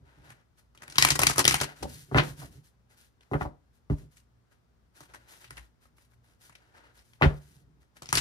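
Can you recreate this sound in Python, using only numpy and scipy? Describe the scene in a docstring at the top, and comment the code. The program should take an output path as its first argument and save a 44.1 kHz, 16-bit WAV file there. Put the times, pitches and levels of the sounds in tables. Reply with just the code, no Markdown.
"""At a cloth-covered table in a small room with a faint mains hum, heard close by in stereo.
Two half decks of stiff cards are riffled together, squared up and tapped on the table, cut, tapped again,
and a new riffle begins. Card edges snap as noise cracks with a short ring and a hissing flutter; the deck lands
as runs of soft clicks that boom in the table modes; grainy, filtered friction-like noise makes the rubs of cards
and fingers, faint breath-like swells and the hissing tails of the taps."""
import sys
import numpy as np
from scipy import signal
from scipy.fft import rfft, irfft, next_fast_len
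from scipy.io import wavfile

SR = 44100
rng = np.random.default_rng(int(sys.argv[2]) if len(sys.argv) > 2 else 0)


def file_out(sig):
    """Save sig as 16-bit WAV at sys.argv[1]."""
    # one column per channel
    cols = np.atleast_2d(sig).T
    # limit, then scale
    lim = np.clip(cols, -1, 1)
    pcm = np.round(lim * 32767).astype(np.int16)
    wavfile.write(sys.argv[1], SR, pcm)


N = 361884  # length in samples

# Air of the room. Each row: frequency in Hz, density in dB per Hz (shape only; AIR_DB sets the level).
AIR_SPECTRUM = [(15, -27.5), (25, -6.5), (66, -1), (335, -17), (394, -16.5), (607, -21.5), (1400, -23.5),
                (2610, -33), (5570, -36), (10400, -43), (12200, -46.5), (13600, -41.5), (16000, -55)]
AIR_DB = -68  # rms
# Mains hum. Each row: frequency in Hz, middle level in dB rms.
HUM_LINES = [(59, -73), (118, -76), (177, -90.5), (236, -84.5)]
# Reverberation of the room. 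Each row: frequency in Hz, decay by 60 dB in seconds.
ROOM_DECAY = [(100, 0.33), (400, 0.24), (1000, 0.071), (3000, 0.13), (10000, 0.095)]
# Diffuse sound in the two channels. Each row: frequency in Hz, left-right likeness (correlation).
DIFFUSE_LIKENESS = [(60, 0.51), (250, 0.35), (700, 0.29), (3000, 0.1), (12000, 0.38)]
# Left-right phase by frequency. Each row: frequency in Hz, lead of the left channel in radians.
LEFT_LEAD = [(0, -1), (200, 0.63), (1640, 2.5), (2930, 4), (5170, 5.5), (7920, 10.5), (9300, 7.5),
             (11500, 4.5), (13600, 0.5), (16400, -0.5)]
# Left-right level by frequency. Each row: frequency in Hz, left minus right in dB.
LEFT_LEAN = [(60, 2), (180, -2.5), (550, 1.5), (1650, 3), (4970, 5.5), (15000, -2.5)]
# Table top modes. Each row: frequency in Hz, level in dB, decay by 60 dB in seconds.
TABLE_MODES = [(61.7, -4.5, 0.058), (74, -0.5, 0.07), (135.2, 1.5, 0.13), (146.5, -12, 0.33),
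               (225, -7, 0.041), (280.2, -10, 0.12), (376.6, -12.5, 0.09)]
# Hands pressing and shifting on the table. Each row: start in seconds, length in seconds, rumble in dB.
HAND_PRESSES = [(0., 0.069, -56), (.18, 0.15, -56.5), (1.82, 0.043, -37.5), (1.9, 0.13, -51.5),
                (2.085, 0.018, -51), (2.27, 0.07, -45), (2.38, 0.13, -48), (2.54, 0.056, -52),
                (4.01, 0.048, -48.5), (7.45, 0.22, -59.5), (7.68, 0.18, -63.5)]
# Friction-like noise: rubs of cards and fingers, faint breath-like swells, hissing tails of the taps.
# Each row: start in seconds, length in seconds, hiss level in dB before the mix,
# body level relative to the hiss in dB.
RUB_STROKES = [(0.057, 0.36, -81.5, 18.5), (0.243, 0.072, -73, 10), (0.579, 0.022, -68, 0.5),
               (0.808, 0.39, -74.5, 18), (1.646, 0.077, -63, 15.5), (1.765, 0.12, -61, 3),
               (1.894, 0.14, -54, -21), (2.07, .06, -69, -9.5), (2.131, 0.023, -69.5, 17.5),
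               (2.175, 0.009, -46, 28), (2.235, 0.078, -51, -4), (2.378, 0.083, -54.5, -4.5),
               (2.517, 0.069, -65.5, -5), (2.644, 0.043, -67, -12.5), (2.902, 0.046, -70.5, 4.5),
               (2.976, 0.092, -65.5, -7), (3.215, 0.081, -82, 9), (3.319, 0.084, -67.5, 2),
               (3.407, 0.029, -59, 12), (3.739, .04, -75.5, -11.5), (3.912, 0.023, -66, 4),
               (3.972, 0.071, -68.5, -6), (4.117, 0.03, -71, -9), (4.163, .03, -67.5, -12),
               (4.519, 0.013, -71.5, 8), (4.955, 0.099, -64, 1.5), (5.095, 0.018, -77.5, 19),
               (5.144, 0.025, -65, 9.5), (5.2, 0.1, -79.5, 14), (5.288, 0.091, -59, -3.5),
               (5.409, 0.05, -61.5, 1.5), (5.507, 0.15, -68.5, 5.5), (5.819, 0.04, -69.5, -2),
               (5.972, 0.082, -71.5, -5.5), (6.11, 0.034, -78, -3.5), (6.243, 0.1, -76.5, 4),
               (6.413, 0.075, -61.5, -5), (6.553, 0.22, -83, 17), (6.748, 0.17, -81, 22),
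               (6.951, 0.065, -67.5, 1), (7.053, 0.12, -72.5, -10.5), (7.232, 0.025, -58.5, 29),
               (7.291, 0.13, -70.5, -0.5), (7.422, 0.18, -69, -7), (7.812, 0.023, -76.5, 5),
               (7.965, 0.016, -63.5, 4)]
# Colour of the friction-like noise. Each row: frequency in Hz, density in dB per Hz.
RUB_SPECTRUM = [(150, -35), (250, -6), (947, -2.5), (1130, -8.5), (1420, -0.5), (1630, -1), (2010, -5),
                (2400, -8), (10100, -8), (14300, -12), (16500, -52)]
# The deck landing on the cloth. Each row: start in seconds, knock in dB, boom in dB before the mix,
# boom tilt in dB per octave, duration of the contacts in seconds, softness cut in Hz.
DECK_TAPS = [(1.828, -37, -38.5, 5, 0.03, 805), (2.114, -38.5, -38, 9.5, 0.017, 984),
             (2.146, -24.5, -23.5, 7.5, .012, 1786), (2.160, -24, -25.5, 8.5, .022, 1500),
             (2.183, -21.5, -26.5, 4.5, .022, 2800), (2.419, -49.5, -47, 2, 0.0294, 1510),
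             (3.314, -38.5, -43, 15, 0.012, 994), (3.333, -25.5, -39.5, 8.5, 0.0092, 1400),
             (3.341, -32.5, -27, 5.5, 0.0233, 1340), (3.41, -30.5, -31, -0.5, 0.0145, 1510),
             (3.451, -36.5, -30.5, -1, 0.01422, 1088), (3.899, -37, -22, 2, 0.0066, 1184),
             (3.908, -48, -20, -2, .03, 1240), (7.213, -24.5, -35, 8.5, 0.0088, 1300),
             (7.222, -15.5, -30.5, 13, 0.0083, 2020), (7.2305, -22, -27, 9.5, .02, 2327),
             (7.251, -30.5, -15.5, -9, .02, 1000), (7.294, -45, -41.5, -7.5, .022, 1590)]
# Card edges slipping off a thumb or another card. Each row: start in seconds, level in dB, card ring in Hz,
# flutter level relative to the snap in dB.
CARD_SNAPS = [(0.3024, -41.5, 1790, -7.5), (0.5797, -62, 880, -17), (0.748, -48, 1240, -10.5),
              (0.775, -43.5, 3650, -28), (0.82, -36, 1580, -5.5), (0.879, -35, 2500, -32),
              (0.899, -38, 9200, -15), (0.9229, -37.5, 5960, -30), (0.9563, -28, 4150, -14.5),
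              (0.9824, -3, 4700, -22), (1.0236, -4, 5320, -23), (1.0487, -4, 2300, -19),
              (1.1036, -10, 6460, -13.5), (1.1176, -17, 5700, -36), (1.1523, -21, 990, -3),
              (1.191, -8, 1110, -12.5), (1.216, -10, 940, -10), (1.2334, -6.5, 2700, -25),
              (1.268, -5, 7240, -25), (1.297, -11.5, 1380, -15), (1.3579, -23.5, 1300, -4),
              (1.3806, -6, 1030, -11), (1.3906, -6, 860, -8), (1.4425, -21, 5830, -19.5),
              (1.452, -6, 3670, -27), (1.478, -2.5, 7200, -23), (1.509, -12, 2760, -11.5),
              (1.5418, -8.5, 2280, -17), (1.6007, -23, 4700, -10), (1.6107, -18, 1040, -1),
              (1.632, -22.5, 3400, -11), (1.8252, -28, 605, -0.5), (3.208, -51, 3630, -20.5),
              (3.9, -49.5, 3070, -14.5), (3.983, -53, 2000, -14), (4.169, -51, 8870, -16),
              (5.005, -36, 934, -15.5), (5.136, -45, 1280, 7), (5.3368, -48.5, 1850, -13),
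              (5.442, -43, 3100, -12), (5.5062, -32, 1530, -19.5), (5.568, -42, 2870, -4.5),
              (5.576, -41, 2040, -6.5), (5.826, -66, 1693, -6), (5.8546, -50.5, 1328, -24.5),
              (5.981, -60.5, 1422, -7), (6.117, -62.5, 1338, -7), (6.4949, -42.5, 1695, -20),
              (6.5517, -45.5, 3590, -15.5), (6.762, -51, 1390, -5), (6.9908, -53.5, 5670, -19),
              (7.1333, -51, 3570, -20), (7.968, -46.5, 3820, -24), (8.0199, -31.5, 745, -6.5),
              (8.057, -38, 5440, -21), (8.089, -29.5, 6250, -19), (8.127, -9, 1460, -15.5),
              (8.1532, -13, 10600, -18.5), (8.1709, -14.5, 5430, -7)]
# Colour of snap and flutter. Each row: frequency in Hz, density in dB per Hz.
SNAP_SPECTRUM = [(120, -32), (200, -12.5), (382, -10.5), (468, -15), (961, -6.5), (1240, -5), (2210, -1.5),
                 (3560, -4.5), (5870, -2), (7190, -3), (10200, -2.5), (14800, -13.5), (16500, -35)]

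# Strokes: slopes of start and end, and depth of the arch between them.
RISE_DB_PER_S, FALL_DB_PER_S, ARCH_DB = 1100.5, 349.5, 3
BODY_HZ = 2220  # border between the body and the hiss of a rub
# Flutter: decay time when as strong as its snap; a weaker one lasts longer by this share of its dB.
FLUTTER_T60_S, FLUTTER_LINGERS = 0.082, 0.32
# A falling card pushes the table: dB before the mix, growing faster than its snap, up to a limit.
SLAP_DB, SLAP_GROWS, SLAP_TOP_DB = -8, 1.296, -31
# A slip that is mostly flutter starts slowly; a clean snap faster by this share of the flutter's dB.
SMEAR_S, SMEAR_SHRINKS = .004, 0.96
PLACE_SPREAD_S = .00002  # cards snap at different places, so the lag between the channels varies
# Top of the crack as a multiple of the card ring; it sinks by this share of the snap's dB.
CRACK_REACH, CRACK_SOFTENS = 56, .45
CUTOFF_HZ = 17000


def amp(db):
    """dB to gain."""
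    return 10 ** (np.asarray(db) / 20)


def rms_one(x):
    """Scale to rms 1."""
    return x / np.sqrt(np.mean(x ** 2) + 1e-24)


def at_hz(points, hz):
    """Read a table on a log-frequency axis."""
    table_hz, values = np.array(points).T
    return np.interp(np.log(hz + 1), np.log(table_hz + 1), values)


def fall(length, t60):
    """Exponential decay over a number of samples."""
    return amp(-60 * np.arange(length) / SR / max(t60, .001))


def add(out, s, piece):
    """Mix a piece in at time s."""
    i = round(s * SR)
    out[..., i:i + piece.shape[-1]] += piece[..., :N - i]


def butter(x, order, hz, kind="low"):
    """Butterworth filter."""
    return signal.sosfilt(signal.butter(order, hz, kind, fs=SR, output="sos"), x)


def colour(x, spectrum):
    """Causal (minimum-phase) filter with the given spectrum and unit energy."""
    cepstrum = irfft(np.log(amp(at_hz(spectrum, np.linspace(0, SR / 2, 4097)))))
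    # folding the cepstrum forward in time makes the filter minimum-phase
    cepstrum[1:4096] *= 2
    cepstrum[4097:] = 0
    kernel = irfft(np.exp(rfft(cepstrum)))
    kernel = kernel / np.linalg.norm(kernel)
    return signal.fftconvolve(x, kernel[None], axes=1)[:, :x.shape[1]]


def diffuse(size):
    """White stereo noise whose left-right likeness depends on frequency."""
    mid, side = rfft(rng.standard_normal((2, size)))
    alike = np.clip(at_hz(DIFFUSE_LIKENESS, np.linspace(0, SR / 2, len(mid))), -.99, .99)
    pair = np.sqrt(1 + alike) * mid + np.sqrt(1 - alike) * side * [[1], [-1]]
    return irfft(pair / np.sqrt(2), size)


def ring(x, hz, t60):
    """Damped resonance: a unit click sets a sine of height 1 ringing."""
    r, w = amp(-60 / (t60 * SR)), 2 * np.pi * hz / SR
    return signal.lfilter([0, np.sin(w)], [1, -2 * r * np.cos(w), r * r], x + 1e-18)


def strokes(rows):
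    """Gain over time of strokes (start s, length s, dB) that rise, arch over and die away."""
    t = np.arange(0, N + 64, 32) / SR
    gain = 0
    for s, length, db in rows:
        before, after = np.maximum(s - t, 0), np.maximum(t - s - length, 0)
        progress = np.clip((t - s) / length, 0, 1)
        arch = ARCH_DB * (2 * progress - .8) ** 2  # strongest at two fifths of the stroke
        gain = gain + amp(db - RISE_DB_PER_S * before - FALL_DB_PER_S * after - arch)
    return np.interp(np.arange(N) / SR, t, gain)


def room_tone(waver_db):
    """Dull steady air and a mains hum whose lines waver in level."""
    t, hum = np.arange(N) / SR, 0
    for hz, db in HUM_LINES:
        waver = np.interp(t, np.arange(100) / 10, rng.standard_normal(100))
        line = np.sqrt(2) * np.sin(2 * np.pi * (hz * t + rng.random()))
        hum = hum + amp(db + waver_db * waver) * line
    return amp(AIR_DB) * colour(diffuse(N), AIR_SPECTRUM) + hum


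def room(x, first_s):
    """Reflections: diffuse noise from first_s on, each octave dying at its own rate."""
    length = SR // 2
    noise, tail = diffuse(length), 0
    for low in 40 * 2. ** np.arange(9):
        band = butter(noise, 1, [low, 2 * low], "band")
        tail = tail + band * fall(length, at_hz(ROOM_DECAY, low * 1.7))
    tail = tail * (np.arange(length) > first_s * SR)
    return signal.fftconvolve(x[None], tail / np.linalg.norm(tail[0]), axes=1)[:, :N]


def table(pushes, tilt_db):
    """The table top booms at its low modes; where it is struck tilts them towards the deep or the high ones."""
    rung = 0
    for hz, db, t60 in TABLE_MODES:
        rung = rung + amp(db + tilt_db * np.log2(hz / 100)) * ring(pushes, hz, t60)
    return butter(rung, 3, 52, "high")  # the top is too small to radiate deeper


def hands():
    """Soft uneven pressure, as noise, keeps the table modes murmuring."""
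    return strokes(HAND_PRESSES) * rms_one(table(rng.standard_normal(N), tilt_db=-1.5))


def rubs(grains_per_s, spread_db, grain_share, clump_db, clumps_per_s):
    """Friction-like hiss with fine grains that come in louder and softer clumps, under the strokes."""
    t = np.arange(N) / SR
    clumps = amp(clump_db * np.interp(t * clumps_per_s, np.arange(2000), rng.standard_normal(2000)))
    # a spread of 0 dB makes all grains equal before the clumps weight them
    sizes = amp(spread_db * np.minimum(rng.exponential(1, N), 4)) * rng.choice([-1, 1], N)
    struck = rng.random(N) < clumps * grains_per_s / SR
    grains = rms_one(clumps * sizes * struck)
    share = np.clip(grain_share, 0, 1)
    rub = colour(np.sqrt(share) * grains + np.sqrt(1 - share) * diffuse(N), RUB_SPECTRUM)
    body, hiss = butter(rub, 2, BODY_HZ, "low"), butter(rub, 2, BODY_HZ, "high")
    hiss_gain = strokes([(s, length, db) for s, length, db, _ in RUB_STROKES])
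    body_gain = strokes([(s, length, db + body_db) for s, length, db, body_db in RUB_STROKES])
    return hiss_gain * hiss - body_gain * body  # opposite signs where the two bands meet


def taps(contacts_per_s, first, low_hz, tick_db, rattle, middle, push_hz):
    """Uneven card edges land one after another: soft clicks on the cloth, and pushes that boom in the table."""
    knocks, booms, length = np.zeros(N), np.zeros(N), SR // 2
    for s, knock_db, boom_db, tilt_db, last_s, soft_hz in DECK_TAPS:
        chance, size = rng.random(length), rng.standard_normal(length)
        window = np.clip((last_s - np.arange(length) / SR) / 0.0015 + .5, 0, 1)
        window *= 1 + first * fall(length, 0.0072)  # the leading edge lands hardest
        clicks = size * (chance < contacts_per_s / SR) * window
        clicks /= np.linalg.norm(clicks)

        soft = butter(clicks, 3, [low_hz, soft_hz], "band") * np.sqrt(SR / 2 / soft_hz)
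        ticks = amp(tick_db) * signal.lfilter([1], [1, -.6], clicks)
        add(knocks, s, amp(knock_db) * np.sqrt(last_s * SR) * (soft + ticks))

        main_push = np.arange(length) == round(middle * last_s * SR)
        pushes = rattle * clicks + main_push  # the main push among lesser ones
        pushes = butter(pushes, 2, push_hz)  # the cloth cushions it
        add(booms, s, amp(boom_db) * table(pushes, tilt_db))
    return knocks, booms


def snaps(crack_t60, ring_cycles, ring_db, tint_cycles, tint_db, gentle, reach, bend_db):
    """A crack of noise, a brief ring of the card, a hissing flutter; also the pushes given to the table."""
    out, pushes, length = np.zeros((2, N)), np.zeros(N), SR // 3
    norm = np.linalg.norm
    for s, peak_db, hz, flutter_db in CARD_SNAPS:
        smear_s = .0008 + SMEAR_S * amp(SMEAR_SHRINKS * flutter_db)
        rise = np.minimum(np.arange(length) / (smear_s * SR), 1)

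        crack = rng.standard_normal(length) * fall(length, crack_t60 + 3.0 * smear_s) * rise
        bend = ring(crack, hz, 1.5 / hz)  # each card lends the crack a broad colour of its own
        crack = crack + amp(bend_db) * bend * norm(crack) / norm(bend)
        card = ring(crack, hz, ring_cycles / hz)  # gentle slips ring more, hard ones are mostly crack
        crack = crack + amp(ring_db - gentle * peak_db) * card * norm(crack) / norm(card)
        soft = np.exp(-2 * np.pi * CRACK_REACH * amp(CRACK_SOFTENS * peak_db) * hz / SR)
        crack = signal.lfilter([1], [1, -2 * soft, soft ** 2], crack)
        crack = crack * 4.89 / norm(crack)

        hiss = diffuse(length)
        tint = rms_one(ring(hiss, hz, tint_cycles / hz))  # the flutter keeps the card's colour
        hiss = hiss + amp(tint_db - gentle * peak_db) * tint
        chatter = np.interp(np.arange(length) / SR * 150, np.arange(80), rng.standard_normal(80))
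        lumps = amp(6.0 * chatter)  # it chatters unevenly
        lumps = lumps / np.mean(lumps[:SR // 40])
        decay = fall(length, FLUTTER_T60_S * amp(-FLUTTER_LINGERS * flutter_db))
        flutter = amp(flutter_db) * hiss * lumps * decay * rise
        dull = np.exp(-2 * np.pi * reach * hz / SR)  # a card that rings low also flutters duller
        flutter = signal.lfilter([1 - dull], [1, -dull], flutter)

        piece = amp(peak_db) * (crack + flutter)
        lag = PLACE_SPREAD_S * rng.uniform(-1.1, 1)
        add(out[0], s + lag, piece[0])
        add(out[1], s, piece[1])
        slap_db = min(SLAP_GROWS * peak_db + SLAP_DB, SLAP_TOP_DB)
        add(pushes, s + 0.0043, np.atleast_1d(amp(slap_db)))
    return colour(out, SNAP_SPECTRUM), pushes


def scene():
    """All sources on the table, their reflections and the room tone."""
    rub = amp(2.5) * rubs(grains_per_s=430, spread_db=0.0, grain_share=0.42, clump_db=2.5, clumps_per_s=70)
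    knocks, booms = taps(contacts_per_s=2500, first=3.1, low_hz=165, tick_db=-29.0,
                         rattle=0.38, middle=0.37, push_hz=400)
    cards, slaps = snaps(crack_t60=0.0105, ring_cycles=30, ring_db=-15.0, tint_cycles=1.4, tint_db=-7.5,
                         gentle=0.16, reach=4.7, bend_db=-2.5)
    booms = amp(1.0) * booms + table(amp(-1.5) * slaps, tilt_db=1.5) + hands()
    card_echo = amp(-10.5) * room(cards[1] + rub[1], first_s=0.0035)
    table_echo = room(amp(-5.5) * knocks + amp(-19.0) * booms, first_s=0.0004)
    return cards + rub + knocks + booms + card_echo + table_echo + room_tone(waver_db=5.5)


def record(dry):
    """The two channels differ in phase and level; the deep bass rolls off and the top is cut."""
    size = next_fast_len(N + 2000)
    hz, side = np.linspace(0, SR / 2, size // 2 + 1), np.array([[.5], [-.5]])
    lead = np.interp(hz, *np.transpose(LEFT_LEAD))
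    pair = amp(side * at_hz(LEFT_LEAN, hz)) * np.exp(1j * side * lead)
    dry = irfft(rfft(dry, size) * pair, size)[:, :N]
    dry = butter(dry, 4, 45, "high")
    dry = dry / (1 + np.abs(dry / .95) ** 4) ** .25  # the loudest peaks are rounded
    return signal.sosfilt(signal.cheby2(12, 70, CUTOFF_HZ, fs=SR, output="sos"), dry)


dry = scene()
out = record(dry)
file_out(out)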